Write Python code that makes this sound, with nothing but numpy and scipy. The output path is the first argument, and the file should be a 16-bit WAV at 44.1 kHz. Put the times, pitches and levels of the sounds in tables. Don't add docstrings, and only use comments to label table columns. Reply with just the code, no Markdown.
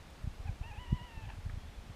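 import sys
import numpy as np
from scipy import signal
from scipy.io import wavfile
from scipy.ndimage import uniform_filter1d

SR = 44100
rng = np.random.default_rng(int(sys.argv[2]) if len(sys.argv) > 2 else 0)


def to_wav(sig):
    pcm = np.clip(np.atleast_2d(sig), -1, 1) * 32767
    pcm = np.round(pcm).astype(np.int16)
    wavfile.write(sys.argv[1], SR, pcm.T)


def rack_gain(trim_db):
    fader = np.asarray(trim_db, float)
    return 10 ** (fader / 20)


N = 85995


def evened(x):
    return x / np.sqrt(np.mean(x ** 2) + 1e-20)


def add(mix, start_s, sound):
    part = mix[round(start_s * SR):][:len(sound)]
    part += sound[:len(part)]


def band_noise(count, band_hz):
    band = signal.butter(2, band_hz, "band", fs=SR, output="sos")
    return signal.sosfilt(band, rng.standard_normal(count))


def slow(count, top_hz):
    lowpass = signal.butter(2, top_hz, fs=SR, output="sos")
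    return evened(signal.sosfilt(lowpass, rng.standard_normal(count + SR))[SR:])


def coloured(spectrum, patchy_db):
    bin_hz = np.fft.rfftfreq(2048, 1 / SR)
    real, imaginary, patches = rng.standard_normal((N // 512 + 5, 1025, 3)).T
    patches = uniform_filter1d(patches, 20, 0)
    patches = evened(uniform_filter1d(patches, 6, 1))
    point_hz, point_db = np.transpose(spectrum)
    shape_db = np.interp(np.log(bin_hz + 1), np.log(point_hz + 1), point_db, right=-90)[:, None]
    spectra = (real + 1j * imaginary) * rack_gain(shape_db + patchy_db * patches)
    return evened(signal.istft(spectra, nperseg=2048, noverlap=1536)[1][:N])


def hiss():
    # pitch_hz, relative_density_db
    hiss_spectrum = [(120, -50), (200, -4), (315, -8.5), (385, -9.5), (755, -9.5), (858, -10.5),
                     (1090, -12.5), (1540, -14.5), (2420, -16), (3480, -19), (15500, -36)]
    return rack_gain(-58) * coloured(hiss_spectrum, patchy_db=-0.32)


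def wind_rumble():
    # pitch_hz, relative_density_db
    rumble_spectrum = [(15, -8), (30, -3), (55, 8.5), (100, -8), (160, -8.5), (260, -14), (450, -95)]
    return rack_gain(-53) * coloured(rumble_spectrum, patchy_db=2.0)


def wind_buffets():
    # peak_s, main_swing_level_db, centre_pitch_hz, half_height_width_s
    buffets = [(0.245, -32.5, 85, 0.0093), (0.276, -31, 90.4, 0.01), (0.403, -35, 49.8, 0.012),
               (0.458, -33.5, 59.3, 0.017), (0.496, -31, 78, 0.023), (0.614, -30, 77.8, 0.007),
               (0.659, -40.5, 65.7, 0.018), (0.71, -37, 69.5, 0.012), (0.785, -37, 76.7, 0.016),
               (0.891, -39.5, 50.5, 0.022), (0.928, -19.5, 119.6, 0.0077), (0.944, -31.5, 89.2, 0.012),
               (1.016, -42, 94.3, 0.014), (1.178, -37.5, 54.3, 0.011), (1.241, -44.5, 82, 0.042),
               (1.337, -43, 67.8, 0.0083), (1.386, -41, 77.8, 0.026), (1.464, -32.5, 72.7, 0.019),
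               (1.498, -38.5, 85.8, 0.013), (1.54, -33.5, 77, 0.013), (1.576, -32, 58.05, 0.01),
               (1.627, -48, 55.5, 0.018), (1.69, -42.5, 68.7, 0.012), (1.79, -40.5, 62, 0.011),
               (1.817, -47, 58.4, 0.016), (1.901, -36, 84.3, 0.0069), (0.309, -39, 39.3, 0.014),
               (.75, -47.5, 109, 0.0078), (1.278, -42, 89.7, 0.025)]
    skirt_width, skirt_gain = 3.75, rack_gain(-14.5)
    sag = 0.2986
    snap_width, snap_db, snap_pitch = 0.49, -10.5, 1.99
    heave_width, heave_db, heave_pitch = 3.25, -7, 0.515
    out = np.zeros(N)
    t = np.arange(-.1, .1, 1 / SR)
    for peak_s, level_db, hz, width_s in buffets:
        core, skirt, snap, heave = (
            np.exp(-4 * np.log(2) * (t / (width_s * share)) ** 2)
            for share in (1, skirt_width, snap_width, heave_width))
        phase = rng.random(3)
        turns = np.cumsum(hz * (1 + sag * (2 * core - 1))) / SR
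        envelope = (core + skirt_gain * skirt) / (1 + skirt_gain)
        shove = envelope * np.cos(2 * np.pi * (turns + phase[0]))
        shove += rack_gain(snap_db) * snap * np.cos(2 * np.pi * (snap_pitch * hz * t + phase[1]))
        shove += rack_gain(heave_db) * heave * np.cos(2 * np.pi * (heave_pitch * hz * t + phase[2]))
        add(out, peak_s - .1, rack_gain(level_db) * shove)
    return out


def high_ticks():
    # time_s (the bell peaks 1 ms later), level_db at the peak
    ticks = [(0.0854, -72), (0.1047, -66), (0.2244, -66), (0.6174, -70)]
    centre_hz, width_hz, bell_s = 11800, 4800, 0.0007
    out = np.zeros(N)
    t = np.arange(-.005, .005, 1 / SR)
    for time_s, level_db in ticks:
        puff = evened(band_noise(len(t), [centre_hz - width_hz / 2, centre_hz + width_hz / 2]))
        add(out, time_s - .004, rack_gain(level_db) * np.exp(-.5 * (t / bell_s) ** 2) * puff)
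    return out


def far_peep():
    # time_s, pitch_hz, level_db before the fuzz
    peep = [(1.585, 3350, -85), (1.6, 3280, -71), (1.625, 3300, -68), (1.67, 3400, -72), (1.69, 3560, -65),
            (1.703, 2950, -71), (1.722, 3120, -67), (1.735, 3450, -67), (1.77, 3480, -71), (1.8, 3400, -84)]
    fuzz_hz = 70
    point_s, point_hz, point_db = np.transpose(peep)
    t = np.arange(point_s[0], point_s[-1], 1 / SR)
    fuzz = .8 + .5 * slow(len(t), fuzz_hz) + .5j * slow(len(t), fuzz_hz)
    turns = np.cumsum(np.interp(t, point_s, point_hz)) / SR
    tone = (fuzz * np.exp(2j * np.pi * turns)).real
    out = np.zeros(N)
    add(out, point_s[0], rack_gain(np.interp(t, point_s, point_db)) * tone)
    return out


def water_plip():
    # peak_s, envelope_peak_db, pitch_hz
    plip = [(1.4968, -46, 1500), (1.4988, -40.5, 1750), (1.5035, -46.5, 1500)]
    bell_s = .00038
    out = np.zeros(N)
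    t = np.arange(-.005, .005, 1 / SR)
    for peak_s, level_db, hz in plip:
        burst = np.cos(2 * np.pi * (hz * t + rng.random()))
        add(out, peak_s - .005, rack_gain(level_db) * np.exp(-.5 * (t / bell_s) ** 2) * burst)
    return out


def call(contour):
    hoarse_from_s, hoarse_rise_s = 1.235, .02
    roughness, hoarse_extra = .14, .5
    jitter, jitter_hz = .1, 130
    flutter_db, flutter_hz = 6, 90
    throb_hz, throb_db, throb_bend = 58, 3.5, .07
    rasp_db, rasp_band_hz, rasp_lead_s = -7, (2200, 3600), .05
    edge_s = .008

    point_s, point_hz, *harmonics_db = np.transpose(contour)
    t = np.arange(point_s[0], point_s[-1], 1 / SR)
    broken = np.clip((t - hoarse_from_s) / hoarse_rise_s, 0, 1)
    rough = roughness + hoarse_extra * broken
    throb = broken * np.cos(2 * np.pi * throb_hz * (t - hoarse_from_s - hoarse_rise_s))

    shake = slow(len(t), jitter_hz)
    shake = shake - uniform_filter1d(shake, size=SR // 40)
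    pitch_hz = np.interp(t, point_s, point_hz) * (1 + jitter * rough * shake + throb_bend * throb)
    turns = np.cumsum(pitch_hz) / SR
    voice = np.zeros(len(t))
    for number, level_db in enumerate(harmonics_db, 1):
        voice += rack_gain(np.interp(t, point_s, level_db)) * np.sin(2 * np.pi * number * turns)

    rasp = evened(band_noise(len(t), rasp_band_hz))
    rasp_fade = np.clip(1 + (t - hoarse_from_s) / rasp_lead_s, 0, 1)
    voice += rasp_fade * rack_gain(rasp_db + np.interp(t, point_s, harmonics_db[-1])) * rasp

    sway_db = flutter_db * rough * (slow(len(t), flutter_hz) - rough) + throb_db * throb
    edges = np.clip(np.minimum(t - point_s[0], point_s[-1] - t) / edge_s, 0, 1)
    return point_s[0], np.sqrt(2) * edges * rack_gain(sway_db) * voice


def bird():
    # time_s, pitch_hz, then harmonic_1_db, harmonic_2_db, harmonic_3_db (rms before flutter)
    hoot = [(.445, 690, -70, -88, -88), (.453, 720, -60, -80, -84), (.465, 770, -57, -72, -72),
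            (.474, 860, -55.5, -66, -59), (.482, 828, -54, -62, -56), (.491, 800, -55, -63, -61),
            (.498, 740, -61, -67, -66), (.52, 670, -70, -88, -90)]
    wail = [(.61, 581.5, -72, -85, -85), (.622, 702.6, -60, -78, -72), (.63, 792.6, -58, -75, -61),
            (.638, 891, -56, -65, -58), (.647, 900.6, -57.5, -64, -57), (.662, 902, -58.5, -66, -62),
            (.678, 964, -58, -61.5, -60.5), (.702, 912, -59, -65, -60.5), (.72, 812.6, -56, -65.5, -57),
            (0.749, 885, -61, -65, -62), (.766, 795, -58.5, -69, -61), (.784, 911.5, -59, -64, -59),
            (0.801, 996.3, -57, -64, -59.5), (.85, 984, -58.5, -65, -61), (0.86, 945, -60, -65, -63),
            (0.906, 956, -58.5, -65, -63), (.935, 980.7, -57, -62, -61), (.947, 1004, -58, -64, -60),
            (.982, 985.4, -57, -60.5, -62.5), (.99, 933, -58, -63, -60), (1.003, 960, -57, -63.5, -61.5),
            (1.055, 994.3, -60, -64, -64), (1.085, 945, -61, -65, -64), (1.105, 911.3, -61.5, -64, -63),
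            (1.12, 925.3, -62, -65, -62.5), (1.149, 903.4, -61.5, -63.5, -64),
            (1.21, 884.3, -62, -64.5, -62), (1.235, 868.6, -61, -65, -64), (1.26, 814, -64, -65, -64),
            (1.295, 860, -58.5, -64, -64), (1.32, 790, -61, -63, -64), (1.347, 802, -63, -68, -69),
            (1.368, 748, -74, -74, -77)]
    echo_db, echo_t60_s = -12, .2
    out = np.zeros(N)
    for contour in (hoot, wail):
        add(out, *call(contour))
    t = np.arange(SR // 2) / SR
    tail = rng.standard_normal(len(t)) * rack_gain(-60 * t / echo_t60_s) * (t > .01)
    echo = signal.fftconvolve(out, tail / np.linalg.norm(tail))[:N]
    return out + rack_gain(echo_db) * echo


def scene():
    wind = wind_rumble() + wind_buffets()
    small_sounds = high_ticks() + far_peep() + water_plip()
    return (hiss() + wind + small_sounds + bird())[None]


def low_pass(x):
    return signal.sosfilt(signal.butter(12, 15630, fs=SR, output="sos"), x)


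def record(dry):
    mic_top = signal.butter(2, 14100, fs=SR, output="sos")
    finished = signal.sosfilt(mic_top, dry)
    return low_pass(finished)


dry = scene()
out = record(dry)
to_wav(out)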